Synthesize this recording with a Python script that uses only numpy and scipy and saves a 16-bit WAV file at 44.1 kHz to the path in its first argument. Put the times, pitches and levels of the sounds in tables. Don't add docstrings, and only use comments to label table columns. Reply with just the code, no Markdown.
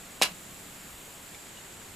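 import sys
import numpy as np
from scipy import signal
from scipy.fft import rfft, irfft
from scipy.io import wavfile
from scipy.ndimage import uniform_filter1d

SR = 44100
rng = np.random.default_rng(int(sys.argv[2]) if len(sys.argv) > 2 else 0)


def volts(x):
    e = np.asarray(x, float) / 20
    return 10 ** e


def dump_mix(stems):
    frames = np.atleast_2d(stems).T
    limited = np.clip(frames, -1, 1)
    pcm = np.round(limited * 32767).astype(np.int16)
    wavfile.write(sys.argv[1], SR, pcm)


N = 85995


def evened(x):
    return x / np.sqrt(np.mean(x ** 2) + 1e-20)


def read(points, hz):
    f, value = np.transpose(points)
    return np.interp(np.log(hz + 1), np.log(f + 1), value)


def colour(x, points):
    hz = np.fft.rfftfreq(x.shape[-1], 1 / SR)
    return irfft(rfft(x) * volts(read(points, hz)), x.shape[-1])


def add(mix, s, sound):
    part = mix[round(s * SR):][:len(sound)]
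    part += sound[:len(part)]


def ring(modes, spread_db=0., scatter=0.):
    t = np.arange(8000) / SR
    hz, db, t60 = np.transpose(modes)[:, :, None]
    db = db + spread_db * rng.standard_normal(db.shape)
    phase = scatter * 2 * np.pi * rng.random(db.shape)
    fade = volts(db - 60 * t / np.maximum(t60, .002))
    return (fade * np.sin(2 * np.pi * hz * t + phase)).sum(0)


def brighter(db, hz, bright_db):
    return db + bright_db * np.log2(hz / 4300)


# f/Hz, level/dB, time to fall by 60 dB/s
STEEL_MODES = [(1080, -6.5, 0.031), (1410, -8.5, 0.024), (1773, -12, 0.032), (2433, 0, 0.026),
               (2623, -5, 0.041), (2838, -7, 0.12), (2910, -2.5, 0.038), (3270, -3, 0.026),
               (4085, -4, 0.033), (4640, -5.5, 0.024), (5380, -4, 0.016), (7010, -3, 0.013),
               (8630, -9, 0.016), (10580, -11, 0.0089)]


def steel_ring(bright_db):
    modes = []
    for hz, db, t60 in STEEL_MODES:
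        detuned_hz = hz * (1 + .03 * rng.standard_normal())
        modes.append((detuned_hz, brighter(db, hz, bright_db), t60))
    rise = np.minimum(np.arange(8000) / (.0003 * SR), 1)
    return ring(modes, spread_db=3.0, scatter=0.94) * rise


# f/Hz, level/dB
CRACK_TONE = [(200, -34), (450, -33), (1050, -5), (2900, 2.5), (4500, 1), (9000, -4.5), (12500, -9),
              (14000, -36)]


def crack(db, t60, bright_db=0):
    t = np.arange(2000) / SR
    tone = [(hz, brighter(level, hz, bright_db)) for hz, level in CRACK_TONE]
    return colour(rng.standard_normal(len(t)), tone) * volts(db - 60 * t / t60)


# t/s, level/dB, brightness/dB per octave
STRIKES = [(.2131, -38, -3), (.2150, -23, -3), (.2174, -24, 0), (.2205, -16, 2), (.2212, -12, 2),
           (.2220, -15, -1), (.2243, -17, -1), (.2271, -18, 0), (.2286, -17, -1), (.2321, -16, 2),
           (.2332, -16, 1), (.2352, -19, 1), (.2392, -22, 0), (.2442, -23, -1), (.2510, -26, -1),
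           (.2582, -24, -2), (.318, -42, 3)]


def steel_strikes():
    out = np.zeros(N)
    for s, db, bright_db in STRIKES:
        add(out, s, volts(db - 13) * steel_ring(bright_db))
        add(out, s, volts(db) * crack(1.5, .014, bright_db))
    return out


# f/Hz, level/dB, time to fall by 60 dB/s
FRAME_MODES = [(338, -31, 0.16), (710, -1, 0.0043), (580, -28, 0.056), (750, -31, 0.048),
               (1700, -10.5, 0.0034)]


def frame_knock():
    out = np.zeros(N)
    knock_s, pull_s = .21565, .0005
    knock_db, pull_db = -8, -6
    add(out, knock_s, volts(knock_db) * ring(FRAME_MODES))
    add(out, knock_s - pull_s, -volts(knock_db + pull_db) * ring(FRAME_MODES))
    return out


# t/s, level/dB, f/Hz, time to fall by 60 dB/s
TAPS = [
    (1.346, -41, 2300, .018),
    (1.347, -42, 3600, .012),
    (1.571, -43, 2930, .032),
    (1.468, -47, 1700, .012),
    (1.815, -46, 1500, .02),
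    (1.852, -50, 3750, .025),
]


def handling_taps():
    out = np.zeros(N)
    for s, db, hz, t60 in TAPS:
        note = ring([(hz, 0, t60)])[:2000]
        add(out, s, volts(db) * (note + crack(-3, .03)))
    return out


def pistol():
    out = steel_strikes() + frame_knock() + handling_taps()
    return signal.sosfilt(signal.butter(4, [150, 13500], "band", fs=SR, output="sos"), out)


# f/Hz, time to fall by 60 dB/s
BOOTH_FADE = [(250, 0.15), (700, 0.22), (2500, 0.17), (5000, 0.13), (12000, 0.13)]
# f/Hz, level/dB
BOOTH_SIDE = [(200, -36), (700, -13.5), (2500, -9), (4500, -10), (7000, -5), (12000, -39)]


def booth(x):
    taps = np.zeros((2, 22000))
    at = np.arange(0, 21980, 20) + rng.integers(0, 20, (2, 1099))
    np.put_along_axis(taps, at, rng.choice([-1., 1.], at.shape), 1)
    hz, t, z = signal.stft(taps, SR, nperseg=256)
    fade = volts(-60 * t / read(BOOTH_FADE, hz)[:, None])
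    tail = signal.istft(z * fade, SR, nperseg=256)[1]
    tail = tail / np.linalg.norm(tail[0])
    tail = np.pad(tail, ((0, 0), (round(.003 * SR), 0)))
    wet = signal.fftconvolve(x[None], tail, axes=1)[:, :N]
    return np.array([volts(-7) * wet[0], colour(wet[1], BOOTH_SIDE)])


# f/Hz, level/dB
AIR = [(30, -3), (55, -5), (200, -2), (500, -7.5), (3000, -11), (5300, -17), (13000, -16.5), (15300, -29)]
# f/Hz, level/dB
WIDE = [(60, -24), (130, -17.5), (290, -9), (640, -4.5), (1400, -5), (3090, -5), (6800, -6.5),
        (15000, -8.5)]
# t/s, level/dB
LEAVES = [
    (0, -24),
    (.9, -18.5),
    (1.3, -23),
    (1.95, -75),
]


def outdoors():
    frames, hz = N // 256 + 5, np.fft.rfftfreq(1024, 1 / SR)[:, None]
    a, b, c, d, patches = rng.standard_normal((frames, 513, 5)).T
    patches = uniform_filter1d(patches, size=10, axis=0)
    patches = evened(uniform_filter1d(patches, size=12, axis=1))
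    t = np.arange(frames) * 256 / SR

    insect_lo_hz, insect_hi_hz, insect_edge_hz = 6660, 8300, 285
    above_low = 1 / (1 + np.exp((insect_lo_hz - hz) / insect_edge_hz * 2))
    below_high = 1 / (1 + np.exp((hz - insect_hi_hz) / insect_edge_hz))
    insects = volts(-7) * above_low * below_high

    leaves_hz, leaves_octaves = 11700, 0.9
    leaf_tone = np.exp(-(np.log2((hz + 1) / leaves_hz) / leaves_octaves) ** 2)
    leaves = volts(np.interp(t, *np.transpose(LEAVES))) * leaf_tone

    size = np.sqrt(volts(read(AIR, hz)) ** 2 + insects ** 2 + leaves ** 2) * volts(0.55 * patches)
    z = np.array([a + 1j * b, (c + 1j * d) * volts(read(WIDE, hz))]) * size
    both = signal.istft(z, nperseg=1024, noverlap=768)[1][:, :N]
    return volts(-47) * both / np.std(both[0])


# t/s, level/dB
DRONE = [
    (0, -61),
    (.2, -73),
    (.32, -49.5),
    (.45, -65),
    (.58, -54.5),
    (.8, -63),
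    (1, -74),
    (1.95, -87),
]


def drone():
    note_hz, width_hz = 186, 18
    r = np.exp(-np.pi * width_hz / SR)
    slow = signal.lfilter([1 - r], [1, -r], rng.standard_normal(N) + 1j * rng.standard_normal(N))
    t = np.arange(N) / SR
    hum = evened((slow * np.exp(2j * np.pi * note_hz * t)).real)
    return volts(np.interp(t, *np.transpose(DRONE))) * hum


# t/s, length/s, f/Hz, level/dB
BUMPS = [
    (0.87, 0.15, 57, -53.5),
    (1.86, 0.076, 97, -52),
    (1.62, 0.079, 390, -56),
    (1.05, 0.042, 430, -53),
]


def wind():
    out = np.zeros(N)
    for s, length, hz, db in BUMPS:
        t = np.arange(0, length, 1 / SR)
        swell = np.sin(np.pi * t / length) ** 2
        add(out, s, volts(db) * swell * np.sin(2 * np.pi * hz * t))
    return out


def scene():
    gun = pistol()
    mid, side = outdoors() + booth(gun)
    mid = mid + gun + drone() + wind()
    side = side - 0.029 * mid
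    return np.array([mid + side, mid - side])


def roll_off(x):
    return signal.sosfilt(signal.butter(12, 15400, fs=SR, output="sos"), x)


# t/s, f/Hz
FOLD = [(0, 13000), (.13, 4200), (.24, 4800), (.35, 12500), (.6, 9500), (.71, 13500), (.79, 4200),
        (.88, 8200), (.94, 4200), (1.03, 4200), (1.11, 9500), (1.19, 4200), (1.3, 8500), (1.39, 13000),
        (1.48, 4300), (1.57, 12500), (1.8, 10500), (1.95, 12500)]


def record(dry):
    mid, side = (dry[0] + dry[1]) / 2, (dry[0] - dry[1]) / 2
    hz, t, z = signal.stft(side, SR, nperseg=2048, noverlap=1024)
    top_hz = np.interp(t, *np.transpose(FOLD)) * (1 + .2 * rng.standard_normal(len(t)))
    side = signal.istft(z * (hz[:, None] < top_hz), SR, nperseg=2048, noverlap=1024)[1][:N]
    x = np.array([mid + side, mid - side])
    treble_cut = signal.firwin(511, 15300, window=("kaiser", 9), fs=SR)
    x = signal.oaconvolve(x, treble_cut[None], "same")
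    return roll_off(x)


dry = scene()
out = record(dry)
dump_mix(out)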